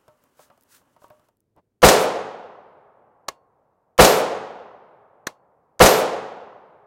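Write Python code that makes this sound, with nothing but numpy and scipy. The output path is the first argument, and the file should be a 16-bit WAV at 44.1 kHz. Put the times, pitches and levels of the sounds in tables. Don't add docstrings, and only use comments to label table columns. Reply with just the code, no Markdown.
import sys
import numpy as np
from scipy import signal
from scipy.fft import irfft
from scipy.io import wavfile
from scipy.ndimage import map_coordinates

SR = 44100
rng = np.random.default_rng(int(sys.argv[2]) if len(sys.argv) > 2 else 0)


def output_pcm(signal):
    pcm = np.clip(np.atleast_2d(signal).T, -1, 1) * 32767
    wavfile.write(sys.argv[1], SR, np.round(pcm).astype(np.int16))


N = 302526



def amp(db):
    return 10 ** (np.asarray(db) / 20)


def unit(x):
    return x / np.sqrt(np.mean(x ** 2) + 1e-20)


def along(points, hz):
    f, v = np.transpose(points)
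    return np.interp(np.log(hz + 1), np.log(f + 1), v)


def clock(size):
    return np.arange(size) / SR


def noise(colour, size, low_hz=18):
    hz = np.fft.rfftfreq(size, 1 / SR)
    gain = amp(along(colour, hz)) * hz / np.hypot(hz, low_hz)
    phase = np.exp(2j * np.pi * rng.random(len(hz)))
    return unit(irfft(gain * phase, size))


def wobble(rate_hz, size):
    return map_coordinates(rng.standard_normal(size), [clock(size) * rate_hz], mode="mirror")


def strike(t, rise_s, t60_s):
    t = np.maximum(t, 0)
    rise = 1 - np.exp(-(t / rise_s) ** 2)
    return rise * np.exp(-np.log(1000) * t / t60_s)


def swell(t, centre_s, width_s):
    return np.exp(-.5 * ((t - centre_s) / width_s) ** 2)


def add(track, start_s, sound):
    part = track[max(round(start_s * SR), 0):][:len(sound)]
    part += sound[:len(part)]


# freq_hz, density_db
AIR_COLOUR = [(20, -11), (60, -3.5), (110, 2.5), (220, -3), (450, -5.5), (800, -19), (1400, -26),
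              (3000, -34.5), (15000, -37)]


def clearing():
    return amp(-74.5) * noise(AIR_COLOUR, N) * amp(0.72 * wobble(3, N))


# centre_s, level_db, width_s
STROKES = [(0.42, -59.5, .028), (0.745, -54, 0.028), (1.04, -68, .022)]
# freq_hz, density_db
CLOTH_COLOUR = [(470, -60), (800, -28), (896, -8), (1030, -9), (1480, -2), (2290, -11), (7170, -7.5),
                (16000, -11)]
# freq_hz, density_db
SHUFFLE_COLOUR = [(150, -28), (250, 1), (318, -6), (580, -4), (707, -8.5), (1080, -4.5), (2340, -20.5),
                  (3000, -17), (3900, -35), (6600, -120)]
SETTLED_S, SETTLE_DB_PER_S = 1.24, 170
RUSTLE_DB, SHUFFLE_DB = -76, -68.5
STROKE_SHUFFLE_DB = -22


def settling():
    t = clock(N)
    shifting = amp(-SETTLE_DB_PER_S * np.maximum(t - SETTLED_S, 0))
    strokes = sum(amp(level_db) * swell(t, centre_s, width_s) for centre_s, level_db, width_s in STROKES)

    rustle = amp(RUSTLE_DB + 1.2 * wobble(25.4, N)) * shifting
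    swish = (rustle + strokes) * noise(CLOTH_COLOUR, N) * amp(1.2 * wobble(130.7, N))

    shuffle_env = amp(SHUFFLE_DB) * shifting + amp(STROKE_SHUFFLE_DB) * strokes
    shuffle = shuffle_env * noise(SHUFFLE_COLOUR, N) * amp(1.7 * wobble(20.5, N))

    press_colour = [(60, -4), (400, -4), (950, -4), (1400, -17), (3000, -32), (12000, -51)]
    press = amp(-54) * noise(press_colour, N) * swell(t, 1.583, 0.012)
    return swish + shuffle + press


# start_s, level_db (before +1 dB), treble_db (before +5.5 dB), t60_s
KNOCKS = [(0.0793, -43.5, -13.5, 0.038), (0.238, -57, -24, .035), (0.392, -41.5, -22, 0.039),
          (0.5, -43, -26, 0.038), (0.575, -57, -8, .04), (0.812, -55.5, -22, 0.044),
          (0.963, -50.5, -18, 0.047), (1.018, -48.5, -19, .04), (1.041, -43, -26, 0.039),
          (1.103, -40.5, -27, 0.033), (1.195, -55.5, -10, .03), (1.285, -55.5, -8, 0.033)]
# freq_hz, density_db
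REST_COLOUR = [(59, -27), (100, -1), (320, -13.5), (615, 1.5), (799, -3), (1150, -3.5), (1810, -20),
               (2820, -25), (3380, -26), (4460, -32), (5000, -34), (6500, -56), (11000, -120)]
# pitch_hz, level_db, t60_s
BENCH_TONES = [(592, 0.5, 0.25), (780, -9, 0.17), (910, 6, 0.2), (1150, -2.5, 0.26), (1280, -6, 0.19),
               (1615, -16, .2), (2370, -21, .05)]
CONTACT_S = 0.0011


def knocks():
    out, t = np.zeros(N), clock(SR // 2)
    for start_s, level_db, treble_db, t60_s in KNOCKS:
        body_env = strike(t, CONTACT_S, t60_s) + amp(-21) * strike(t, 0.0071, 0.3)
        body = noise(REST_COLOUR, len(t)) * body_env
        ring = np.zeros(len(t))
        for pitch_hz, tone_db, tone_t60_s in BENCH_TONES:
            gain = amp(tone_db + rng.normal(0, 5.9))
            tone = np.sin(2 * np.pi * pitch_hz * rng.normal(1, 0.0232) * t)
            ring += gain * tone * strike(t, 0.0027, tone_t60_s)
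        edge = amp(treble_db + 5.5) * noise(CLOTH_COLOUR, len(t)) * strike(t, CONTACT_S, 0.019)
        add(out, start_s, amp(level_db + 1) * (body + edge + amp(-19) * ring))
    return out


# start_s, level_db (before -4.5 dB)
TICKS = [(0.2384, -44), (0.61, -42), (0.624, -45), (0.635, -41), (1.0819, -47), (1.1009, -43), (1.37, -56),
         (1.4044, -50), (1.5633, -54)]


def ticks():
    out, t = np.zeros(N), clock(SR // 2)
    colour = [(1500, -2), (5000, 3), (15000, 12.0)]
    for start_s, level_db in TICKS:
        tick = noise(colour, len(t)) * strike(t, 0.00022, 0.0075)
        add(out, start_s, amp(level_db - 4.5) * tick)
    return out


# freq_hz, density_db
BLAST_COLOUR = [(30, -20.5), (120, -7), (300, -10.5), (480, 4), (750, -3), (1200, -6), (2000, -13.5),
                (4000, -32), (15000, -49)]
# freq_hz, density_db
THUMP_COLOUR = [(20, -15), (60, -7.5), (130, -5.5), (260, 0), (380, -5.5), (700, -46)]


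def muzzle(swing_hz=34):
    t = clock(SR // 2)
    blast_env = amp(6.0) * swell(t, 0.014, .0047) + amp(-6) * strike(t, 0.0014, 0.12)
    blast = noise(BLAST_COLOUR, len(t)) * blast_env
    crack_colour = [(300, -5), (1500, -0.5), (5000, -5.5), (15000, -16)]
    crack = amp(-14.5) * noise(crack_colour, len(t)) * strike(t, 0.00047, 0.009)
    push = unit(np.gradient(swell(t, 0.029, 0.0014)))
    swing = np.cos(2 * np.pi * swing_hz * (t - .03)) * swell(t, 0.031, .021)
    puff = noise(THUMP_COLOUR, len(t)) * strike(t - .006, 0.0032, 0.23)
    return blast + crack - amp(-31.0) * push + amp(-19.5) * swing + amp(-7.5) * puff


# freq_hz, density_db
FOREST_COLOUR = [(30, -51), (85, -21), (170, -12.5), (290, -10), (380, -3), (433, 3), (470, -1.5),
                 (510, 1.5), (600, -2), (780, -4.5), (1130, -9.5), (1900, -14.5), (3500, -16.5),
                 (6700, -17), (15000, -22.5)]
# freq_hz, loss_db_per_s (the magnitude is used)
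PATH_LOSS = [(100, 5.5), (450, 9.5), (800, -0.5), (1200, 2.5), (1900, 10), (3500, 22.5), (6700, 45.5),
             (11000, 79.5), (15000, 117.5)]
# delay_s, level_db, width_s
SLAPS = [(0.071, -12.5, .01), (0.125, -17.5, 0.013), (0.227, -22, 0.025), (0.325, -23, 0.0038),
         (0.342, -17, 0.005), (0.521, -28, 0.0034), (0.624, -39.5, 0.0097)]
# freq_hz, density_db
HILLS_COLOUR = [(60, -23.5), (130, -7), (300, -9.5), (500, 2.5), (750, 0.5), (1100, -4), (1500, -14.5),
                (2500, -30.5), (5000, -59)]


def forest(spread_db=90, depth_s=0.45, patchy_db=1.06, surge_db=0.34, rise_s=.011):
    t = clock(N)
    hz, delay_s, spectrum = signal.stft(noise(FOREST_COLOUR, N), SR, nperseg=512)
    path_gain = amp(-np.abs(along(PATH_LOSS, hz))[:, None] * delay_s)
    tail = signal.istft(spectrum * path_gain, SR)[1][:N]
    spread_gain = amp(-spread_db * np.log10(1 + t / depth_s))
    tail = tail * spread_gain * (1 - np.exp(-(t / rise_s) ** 2))

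    trunks = signal.sosfiltfilt(signal.butter(2, 1500, fs=SR, output="sos"), tail)
    leaves = tail - trunks
    trunks_gain = amp(patchy_db * wobble(80, N) + surge_db * wobble(25, N))

    edge_colour = [(200, -28.0), (450, 11), (750, 8.5), (1300, -23.5), (4000, -33), (10000, -57.0)]
    slap_env = sum(amp(level_db) * swell(t, slap_s, width_s) for slap_s, level_db, width_s in SLAPS)
    slaps = slap_env * noise(edge_colour, N)

    treble_hiss_colour = [(2000, -30.5), (7000, -3), (12000, 1), (16000, -7)]
    treble_hiss = amp(-35) * noise(treble_hiss_colour, N) * swell(t, .19, .024)

    roll = amp(-41.5) * noise(HILLS_COLOUR, N) * strike(t, 0.99, 4.75) * amp(0.75 * wobble(41, N))
    return amp(-2.5) * leaves + amp(-1.06) * trunks * trunks_gain + slaps + treble_hiss + roll


# start_s, level_db, case_ring_db (not scaled by level_db)
SHOTS = [(1.8273, -1.5, -48), (3.987, -1.5, -31.5), (5.8015, -1.5, -30)]
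# delay_s, level_db, t60_s
ACTION = [(-.0075, -22.5, 0.037), (0.0235, -16, .11), (0.059, -3.5, .06)]
# freq_hz, density_db
STEEL_COLOUR = [(200, -19.5), (1000, 7.5), (2500, 3.5), (4200, -2.5), (6200, 5), (9500, -8.5),
                (16000, -12.5)]


def shots():
    out, t = np.zeros(N), clock(SR // 2)
    report = forest()
    add(report, 0, muzzle())
    brass_colour = [(9000, -60.0), (11500, -17), (12300, -8.0), (12650, -1), (13000, -6.0), (15000, -24.0)]
    for start_s, level_db, case_ring_db in SHOTS:
        add(out, start_s, amp(level_db) * report)
        for delay_s, blow_db, t60_s in ACTION:
            blow = noise(STEEL_COLOUR, len(t)) * strike(t, 0.0002, t60_s)
            add(out, start_s + delay_s, amp(level_db + blow_db) * blow)
        brass = noise(brass_colour, len(t)) * swell(t, 0.1, 0.049)
        add(out, start_s, amp(case_ring_db) * brass)
    return out


# start_s, level_db, steel_db, ring_db (the last two relative to level_db)
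RESETS = [(3.2822, -17, -1, -11), (5.2672, -14.5, -3, -14.5)]
# freq_hz, density_db
FIRST_RESET_COLOUR = [(88, -48), (150, -20), (391, -4.5), (905, -11.5), (1190, -2), (1390, -20), (1720, -7),
                      (2360, -26), (3550, -20), (4160, -13.5), (5460, -25), (6770, -12), (7620, -28),
                      (14000, -29), (16000, -41)]
# freq_hz, density_db
SECOND_RESET_COLOUR = [(88, -33), (150, -8), (1170, 1), (1340, 2), (1480, 0.5), (2020, 3), (2700, -34),
                       (4240, 4.5), (4580, -22), (6910, -12), (7920, -40), (8730, -9), (9630, -31),
                       (12200, -17), (16000, -32)]
# pitch_hz, level_db, t60_s
RECEIVER_TONES = [(950, -29, 0.24), (1098, 5, 0.046), (1074, -32.5, 1), (1180, -7, 0.025),
                  (1680, -11, 0.058), (2135, -3, 0.047), (2780, -29.5, 0.18), (4200, -13, 0.031),
                  (4400, -39, 0.29), (6300, -10, 0.021)]


def resets():
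    out, t = np.zeros(N), clock(SR // 2)
    snap_t, knock_t = t - .0022, t - .0033
    body_env = amp(-14.5) * strike(t, 0.0007, 0.025) + strike(knock_t, 0.00049, 0.023)
    answer_colour = [(200, -8), (950, 2.5), (1600, -15), (3000, -15), (7000, -21), (15000, -35)]
    body_colours = (FIRST_RESET_COLOUR, SECOND_RESET_COLOUR)
    for (start_s, level_db, steel_db, ring_db), body_colour in zip(RESETS, body_colours):
        steel = amp(steel_db) * noise(STEEL_COLOUR, len(t)) * strike(snap_t, 0.00045, 0.018)
        ring = np.zeros(len(t))
        for pitch_hz, tone_db, t60_s in RECEIVER_TONES:
            tone = np.sin(2 * np.pi * (pitch_hz * t + rng.random()))
            ring += amp(tone_db) * tone * strike(knock_t, 0.0027, t60_s)
        answer = noise(answer_colour, len(t)) * strike(knock_t, 0.006, 0.14)
        body = body_env * noise(body_colour, len(t))
        click = steel + body + amp(ring_db) * ring + amp(-21.0) * answer
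        add(out, start_s, amp(level_db) * click)
    return out


def scene():
    return (shots() + resets() + knocks() + ticks() + settling() + clearing())[None]


TOP_HZ = 15900


def record(dry, ceiling=0.7, hardness=7):
    clipped = dry / (1 + np.abs(dry / ceiling) ** hardness) ** (1 / hardness)
    band_limit = signal.cheby1(12, .05, TOP_HZ, fs=SR, output="sos")
    return signal.sosfiltfilt(band_limit, clipped)


dry = scene()
out = record(dry)
output_pcm(out)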